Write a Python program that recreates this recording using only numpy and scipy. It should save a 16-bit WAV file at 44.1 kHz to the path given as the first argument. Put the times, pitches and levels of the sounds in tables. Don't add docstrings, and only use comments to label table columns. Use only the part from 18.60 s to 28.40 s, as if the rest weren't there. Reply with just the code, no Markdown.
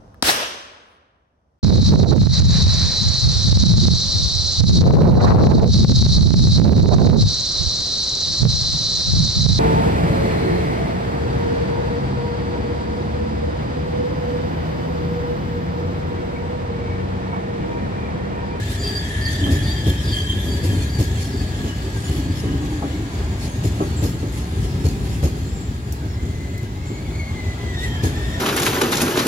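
import sys
import numpy as np
from scipy import signal
from scipy.fft import rfft, irfft, next_fast_len
from scipy.io import wavfile
from scipy.ndimage import uniform_filter1d

SR = 44100
rng = np.random.default_rng(int(sys.argv[2]) if len(sys.argv) > 2 else 0)


def materialize(psi):
    bounded = np.clip(np.atleast_2d(psi).T, -1, 1)
    quanta = np.round(bounded * 32767).astype(np.int16)
    wavfile.write(sys.argv[1], SR, quanta)


N = 432168
TIME = np.arange(N) / SR

# f/Hz, relative density/dB
RUMBLE_SPECTRUM = [(25, -38), (45, -7), (62, 1), (100, 0.5), (125, -5.5), (165, -8.5), (230, -15),
                   (400, -25), (700, -48), (2000, -54.5)]
ROAR_SPECTRUM = [(150, 2.5), (850, 3.5), (1100, -1.5), (1450, -4), (2000, -2.5), (2850, -8.5), (3300, -8),
                 (4600, -10), (5500, -15.5), (7300, -12.5), (8500, -26.5), (16000, -33)]
HISS_SPECTRUM = [(800, -17), (2200, -2), (4500, 0.5), (5700, -5), (7100, 0.5), (8500, -8), (10000, -10),
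                 (11700, -9), (12600, -17), (14200, -31), (16000, -33)]
GRIT_SPECTRUM = [(800, -25), (2100, 1.5), (3500, 0), (4600, -0.5), (7100, -2), (8700, -4.5), (10000, -3.5),
                 (11600, -6), (12600, -12), (13500, -17), (16000, -18)]
# t/s, level/dB
ROAR_LEVELS = [(0, -36), (1, -35.5), (1.7, -37.5), (4.6, -35.5), (8, -41), (9.1, -35.5), (9.8, -34)]
# base level/dB, greatest swell near the joint/dB, slope as the train slows/(dB/s)
RUMBLE_TREND = (-25, 2.6, -0.03)
BOGIE_TREND = (-35.5, 2.75, -0.21)
HISS_TREND = (-40.5, 2.77, -1.34)
# f/Hz, half-width/Hz, relative level/dB
BOGIE_MODES = [(262, 88, -2.5), (390, 28.4, -6.5)]
GEAR_MODES = [(590, 97, -1), (808, 18, 1.5), (1140, 36, -7.5), (1287, 37, -8.5)]
WHEEL_MODES = [4400, 5280, 6540, 7130, 9870, 11400, 13400, 14100]
# t/s, half-length/s, level/dB
TREAD_SCUFFS = [(.13, .035, -36.5), (1.56, 0.055, -39), (2.63, 0.041, -37.5), (3.5, 0.099, -39.5),
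                (3.79, 0.049, -40), (5.61, 0.022, -47), (5.78, 0.05, -39.5), (6.04, 0.029, -44),
                (6.54, 0.088, -41.5), (9.7, 0.16, -45.5)]
# t/s, relative impact level/dB, relative spray level/dB, preceding scuff level/dB
AXLE_IMPACTS = [(.903, -17, -35, -38), (1.262, -17.5, -35.5, -47), (2.031, -19, -37, -44),
                (2.388, -18, -33, -59), (3.04, -24.5, -46, -64), (5.034, -18.5, -36.5, -39),
                (5.424, -17.5, -33, -42.5), (6.243, -16.5, -35.5, -46), (6.627, -16, -36, -50),
                (9.431, -17, -32.5, -39.5)]
# t/s, relative frame level/dB, relative steel level/dB
GEAR_BLOWS = [(.861, -21, -32.5), (2.735, -18, -56), (3.828, -15.5, -47), (4.221, -19, -27.5),
              (5.201, -11, -26.5), (5.627, -16, -38), (8.299, -20, -46)]
# peak t/s, rise/s, fall/s, low resonance level/dB, high resonance level/dB
BLOCK_PASSES = [(.64, .26, .42, -32, -37.5), (1.35, .25, .25, -48, -36.5), (2.1, .41, 1.5, -44, -58),
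                (9.4, .15, .6, -47, -46)]
# first t/s, end t/s, base period/s, nominal length/s, f/Hz, level/dB, fade/(dB/s)
CHIRP_TRAINS = [(.257, 2.9, .409, .08, 4685, -29.5, 4.3), (3.24, 4.7, .41, .13, 4640, -50.5, 2.5),
                (1.28, 2.3, .4, .07, 3200, -35.5, 7), (3.09, 4.5, .37, .08, 2970, -40.5, 6)]
# delay/s, frequency ratio, relative level/dB
CHIRP_GRABS = [(-.036, 1.016, -7), (.006, .995, 0), (.098, 1.006, -8.5)]
# t/s, nominal length/s, f/Hz, level/dB, roughness (0-1)
LONE_SQUEAKS = [(0.263, .024, 4680, -24, 0.13), (.351, .023, 4700, -25.5, 0.13),
                (.838, .022, 3190, -27, .05), (1.517, .087, 3170, -27.5, 0.24),
                (1.661, 0.053, 3165, -26, 0.13), (3.444, 0.017, 7040, -37, .7),
                (5.36, 0.052, 7250, -41, .6), (6.83, .25, 7330, -49, .95), (7.475, .065, 5400, -50.5, .3),
                (8.245, 0.12, 7040, -49.5, 0.8), (9.167, 0.047, 3680, -36.5, 0.7),
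                (9.615, .18, 3590, -45, .6)]
# t/s, f/Hz, level/dB, roughness (0-1)
SQUEAL_COURSE = [(7.53, 2050, -48, .05), (7.97, 2045, -44, .1), (8.12, 2004, -53, .1),
                 (8.44, 2290, -47, .6), (8.52, 2100, -47, .4), (8.61, 2200, -38, .3),
                 (8.79, 2070, -35, .04), (8.87, 2005, -36.5, .06), (9.04, 2005, -38, .05),
                 (9.15, 1936, -36, .2), (9.185, 1810, -36, .1), (9.245, 1983, -30, .1),
                 (9.29, 1810, -35.5, .08), (9.34, 1900, -37, .5), (9.385, 1690, -37, .06),
                 (9.63, 1790, -37.5, .45), (9.8, 1850, -37, .5)]
SLIP_TIMES = [7.66, 8.735, 8.96, 9.52]
# peak t/s, half-length/s, relative groan level/dB, relative boom level/dB
FRAME_SHUDDERS = [(0.983, 0.26, -27.5, -29), (3.83, 0.34, -27, -23.5), (4.244, 0.27, -28.5, -37),
                  (6.3, 0.39, -52, -28.5)]
# peak t/s, half-length/s, f/Hz, level/dB
WHEEL_TONES = [(7, 2, 1297, -56), (9.35, .12, 3120, -39), (0.29, 0.086, 408, -34)]
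# t/s, relative level/dB
CLINK_HITS = [(7.322, -34), (7.328, -45), (7.977, -43), (8.028, -47)]
# f/Hz, relative density/dB
CLINK_SPECTRUM = [(3000, -26), (5200, 1), (8500, -4), (12000, 2), (16000, -8)]
# f/Hz, relative direct share (0-1)
DIRECT_SHARE = [(200, 1), (600, 1), (1300, 0.33), (2200, 0.19), (5000, 0.08), (12000, 0)]

LEFT_LAG_S = 0.0004


def rolling():
    judder = wander(22)
    nearness = np.tanh(sum(gain_of(db + 22) * swell(s, 0.39) for s, db, *_ in AXLE_IMPACTS))

    def level_db(trend):
        db, swell_db, db_per_s = trend
        return db + swell_db * nearness + db_per_s * TIME

    rumble = noise(colour(RUMBLE_SPECTRUM)) * gain_of(level_db(RUMBLE_TREND) + 1.1 * judder)
    frames = noise(resonances(BOGIE_MODES)) * gain_of(level_db(BOGIE_TREND) + 2.2 * judder)
    roar = flicker(noise(colour(ROAR_SPECTRUM)), depth_db=2.5, size=4096, count=5)
    roar = roar * gain_of(follow(ROAR_LEVELS) + .5 * judder)
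    return rumble + frames + roar + treads(gain_of(level_db(HISS_TREND) + judder))


def treads(hiss_gain):
    scuffs = [(s - 0.19, 0.039, db) for s, *_, db in AXLE_IMPACTS]
    scuffs += list(TREAD_SCUFFS)
    scuff_gain = np.sqrt(sum(gain_of(db) ** 2 * swell(s, width) for s, width, db in scuffs))
    hiss = flicker(noise(colour(HISS_SPECTRUM)), depth_db=4.5, size=1024, count=5) * hiss_gain
    wheel = resonances([(hz, 130, 0) for hz in WHEEL_MODES])
    grit = noise(lambda hz: colour(GRIT_SPECTRUM)(hz) * (1 + .6 * wheel(hz)))
    grit = flicker(grit, depth_db=4, size=512, count=11) * scuff_gain * gain_of(wander(700))
    contact = (hiss + grit) * gain_of(wander(160))
    return contact + wheel_glints(np.hypot(0.84 * hiss_gain, 0.5 * scuff_gain))


def joint_impacts():
    out = np.zeros((2, N))
    frame_modes = resonances([(152, 31, 7), (281, 122, 9), (467, 1100, -21.5)])
    for s, db, spray_db, _ in AXLE_IMPACTS:
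        add(out, s, gain_of(db + 4.5) * thump(hz=78, hold=.036, decay=.012))
        add(out, s, gain_of(db - 5) * burst(frame_modes, rise=.0035, hold=.025, decay=.023))
        spray = burst(colour(GRIT_SPECTRUM), rise=.022, hold=.034, decay=.045)
        add(out, s - .01, gain_of(spray_db - 2.5 + 2.2 * wander(350, spray.shape[1])) * spray)
        add(out, s, gain_of(spray_db) * sizzle())
    return out


def thump(hz, hold, decay):
    t = np.arange(SR // 5) / SR
    pitch = hz * (1 + 0.61 * np.exp(-t / 0.013) + 0.16 * wander(102, len(t)))
    bounce = np.sin(phase_of(pitch)) * np.exp(-np.maximum(t - hold, 0) / decay)
    return np.array([bounce, bounce])


def sizzle():
    modes = [(hz, 150, 3 * rng.standard_normal() - hz / 2000) for hz in WHEEL_MODES]
    ring = burst(resonances(modes), rise=.012, hold=.035, decay=.04)
    return ring * gain_of(2 * wander(200, ring.shape[1]) - 3)


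def brake_rasp():
    low_power, high_power = 0, 0
    for s, rise, fall, low_db, high_db in BLOCK_PASSES:
        nearness = 1 / (1 + ((TIME - s) / np.where(TIME < s, rise, fall)) ** 2)
        low_power += gain_of(low_db) ** 2 * nearness
        high_power += gain_of(high_db) ** 2 * nearness
    pressure = np.sqrt(low_power / low_power.max())
    pitch = 1635 * (1 + .07 * pressure * (1 + .4 * wander(14)))
    sung = platform(stick_slip(pitch, jitter=.016, flutter_db=3, overtone_db=-22), wet_db=-2, t60=.25)
    scraped = noise(resonances([(1820, 154, 7), (1676, 45, 0.92)]), focus=1.6)
    high = noise(resonances([(3233, 55, 3), (3484, 180, 1.5)]))
    high = flicker(high, depth_db=5, size=1024, count=6)
    low = blend(scraped, sung, share=.62) * np.sqrt(low_power) * gain_of(0.81 * wander(60))
    return low + high * np.sqrt(high_power) * gain_of(2 * wander(45))


def brake_chirps():
    sag_per_s, period_growth = 0.00377, .009
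    out = np.zeros((1, N))
    for s, length, hz, db, rough in LONE_SQUEAKS:
        add(out, s, squeak(length, hz, db, rough))
    for first, end, period, length, hz, first_db, fade_db_per_s in CHIRP_TRAINS:
        s = first
        while s < end:
            db = first_db - fade_db_per_s * (s - first)
            pitch = hz * (1 - sag_per_s * (s - first))
            for delay, ratio, grab_db in CHIRP_GRABS:
                grab = squeak(length, pitch * ratio, db + grab_db, rough=.27, taper=.6)
                add(out, s + delay - length / 2, grab)
            s += period + period_growth * s
    return platform(out[0], wet_db=-2, t60=0.3)


def brake_squeal():
    hop_share, hops_per_s, slip_db = 0.038, 30, -25
    rough = follow(SQUEAL_COURSE, column=3)
    hops = [hop_share * rough * np.tanh(2 * wander(hops_per_s)) for _ in range(2)]
    tone_hz, chatter_hz = [follow(SQUEAL_COURSE) * (1 + hop) for hop in hops]
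    grip_db = slip_db * sum(swell(s, 0.02) for s in SLIP_TIMES) + 1.2 * wander(30)
    onset = np.clip((TIME - SQUEAL_COURSE[0][0]) / 0.02, 0, 1)
    level = gain_of(follow(SQUEAL_COURSE, column=2) + grip_db) * onset
    tone = stick_slip(tone_hz * (1 + .003 * wander(30)), jitter=.012, flutter_db=3, overtone_db=-13)
    chatter = stick_slip(chatter_hz * (1 + .025 * wander(60)), jitter=.034, flutter_db=4, overtone_db=-7)
    return platform(level * blend(tone, chatter, rough), wet_db=-10, t60=0.26)


def squeak(length, hz, db, rough, taper=0.21):
    size = int((length + 0.011) * SR)
    pitch = hz * (1 + 0.0145 * rough * wander(41, size))
    tone = stick_slip(pitch, jitter=.0067, flutter_db=5, overtone_db=-24)
    scrape = stick_slip(pitch, jitter=.028, flutter_db=3.5, overtone_db=-27)
    return gain_of(db) * unit_rms(blend(tone, scrape, rough) * signal.windows.tukey(size, taper))[None]


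def stick_slip(hz, jitter, flutter_db, overtone_db):
    phase = phase_of(hz * (1 + jitter * wander(260, len(hz))))
    overtones = sum(weight * np.sin(n * phase) * (n * hz < SR / 2)
                    for n, weight in [(2, 1), (3, .7), (4, .4)])
    tone = np.sin(phase) + gain_of(overtone_db) * overtones
    return unit_rms(tone * gain_of(flutter_db * wander(75, len(hz))))


def gear_clanks():
    out = np.zeros((2, N))
    for s, frame_db, steel_db in GEAR_BLOWS:
        frame = burst(resonances(BOGIE_MODES), rise=.0046, hold=.0054, decay=.027)
        steel = burst(resonances(GEAR_MODES), rise=.0033, hold=.0063, decay=.028)
        add(out, s, gain_of(frame_db - 11) * frame + gain_of(steel_db - 2.5) * steel)
    return out


def bogie_groans():
    groan_gain = sum(gain_of(db) * swell(s, width) for s, width, db, _ in FRAME_SHUDDERS)
    boom_gain = sum(gain_of(db) * swell(s, width) for s, width, _, db in FRAME_SHUDDERS)
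    groan = noise(resonances([(284.4, 32.5, 0)])) * groan_gain
    boom = noise(resonances([(115, 39, 0)])) * boom_gain
    return (groan + boom) * gain_of(3 * wander(24) - 1.2)


def wheel_rings():
    out = np.zeros(N)
    for s, width, hz, db in WHEEL_TONES:
        tone = np.sqrt(2) * np.sin(phase_of(hz + 9 * wander(60)))
        out += gain_of(db) * swell(s, width) * tone
    return platform(out, wet_db=-3, t60=0.33)


def wheel_glints(tread_gain, count=90):
    out = np.zeros((1, N))
    for when, mode, detune, weakness in rng.random((count, 4)):
        hz = WHEEL_MODES[int(mode * len(WHEEL_MODES))] * (1 + 0.04 * (detune - .5))
        db = -2.5 + .5 * spectrum_at(HISS_SPECTRUM, hz) - 8 * weakness
        add(out, when * N / SR, tread_gain[int(when * N)] * squeak(0.1, hz, db, rough=0.28))
    return platform(out[0], wet_db=7, t60=0.58)


def clinks():
    out = np.zeros((2, N))
    for s, db in CLINK_HITS:
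        tick = burst(colour(CLINK_SPECTRUM), rise=.003, hold=.0035, decay=.003)
        tail = burst(colour(CLINK_SPECTRUM), rise=.002, hold=.004, decay=.03)
        add(out, s, gain_of(db - 8) * (tick + 0.66 * tail))
    return out


def platform(x, wet_db, t60):
    t = np.arange(SR // 2) / SR
    echoes = rng.standard_normal((2, len(t))) * (rng.random((2, len(t))) < .05) * gain_of(-60 * t / t60)
    echoes /= np.linalg.norm(echoes, axis=1, keepdims=True)
    tail = signal.oaconvolve(x[None], echoes, axes=1)[:, :N]
    direct = np.array([np.roll(x, round(LEFT_LAG_S * SR)), x])
    return (direct + gain_of(wet_db) * tail) / np.hypot(1, gain_of(wet_db))


def noise(shape, size=N, focus=0.91):
    length = next_fast_len(size)
    hz = np.fft.rfftfreq(length, 1 / SR)
    left, independent = rfft(rng.standard_normal((2, length)))
    direct = np.clip(spectrum_at(DIRECT_SHARE, hz) * focus, 0, .95)
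    lag_cycles = hz * LEFT_LAG_S * hz ** 2 / (hz ** 2 + 330 ** 2)
    coherence = .98 * (direct * np.exp(2j * np.pi * lag_cycles) + (1 - direct) * np.sinc(2 * lag_cycles))
    right = coherence * left + np.sqrt(1 - abs(coherence) ** 2) * independent
    return unit_rms(irfft(np.array([left, right]) * shape(hz), length)[:, :size])


def burst(shape, rise, hold, decay, size=12000):
    t = np.arange(size) / SR
    envelope = np.minimum(t / rise, 1) * np.exp(-np.maximum(t - hold, 0) / decay)
    return unit_rms(noise(shape, size) * envelope) * np.sqrt(SR / 20 / size)


def flicker(x, depth_db, size, count):
    spectra = signal.stft(x.astype(np.float32), nperseg=size)[2]
    patches = uniform_filter1d(rng.standard_normal(spectra.shape[1:]), size=3, axis=0)
    patches = unit_rms(uniform_filter1d(patches, size=count, axis=1))
    flared = spectra * gain_of(depth_db * np.minimum(patches, 3))
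    return unit_rms(signal.istft(flared, nperseg=size)[1][:, :N])


def resonances(modes):
    return lambda hz: sum(gain_of(db) / (1 + ((hz - f) / width) ** 2) for f, width, db in modes)


def colour(points):
    return lambda hz: gain_of(spectrum_at(points, hz))


def spectrum_at(points, hz):
    f, value = np.transpose(points)
    return np.interp(np.log(hz + 1), np.log(f + 1), value)


def follow(rows, column=1):
    rows = np.asarray(rows)
    return np.interp(TIME, rows[:, 0], rows[:, column])


def wander(rate, size=N):
    knots = rng.standard_normal(8192)
    return np.interp(np.arange(size) * rate / SR % 8191, np.arange(8192), knots) * np.sqrt(3 / 2)


def swell(s, width):
    out, near = np.zeros(N), abs(TIME - s) < 4 * width
    out[near] = np.exp(-((TIME[near] - s) / width) ** 2)
    return out


def phase_of(hz):
    return 2 * np.pi * np.cumsum(hz) / SR


def blend(a, b, share):
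    return np.sqrt(1 - share) * a + np.sqrt(share) * b


def add(mix, s, sound):
    part = mix[:, max(round(s * SR), 0):][:, :sound.shape[1]]
    part += sound[:, :part.shape[1]]


def gain_of(db):
    return 10 ** (np.asarray(db) / 20)


def unit_rms(x):
    return x / np.sqrt(np.mean(x ** 2) + 1e-20)


def scene():
    mix = rolling() + bogie_groans() + joint_impacts() + gear_clanks()
    mix += brake_rasp() + wheel_rings() + brake_chirps() + brake_squeal() + clinks()
    return mix * gain_of([[.4], [-.4]])


def record(dry):
    bass_cut = signal.sosfilt(signal.butter(4, 40, "highpass", fs=SR, output="sos"), dry)
    lowpass = signal.firwin(1023, 15850, window=("kaiser", 9), fs=SR)
    return signal.oaconvolve(bass_cut, lowpass[None], "same")


dry = scene()
out = record(dry)
materialize(out)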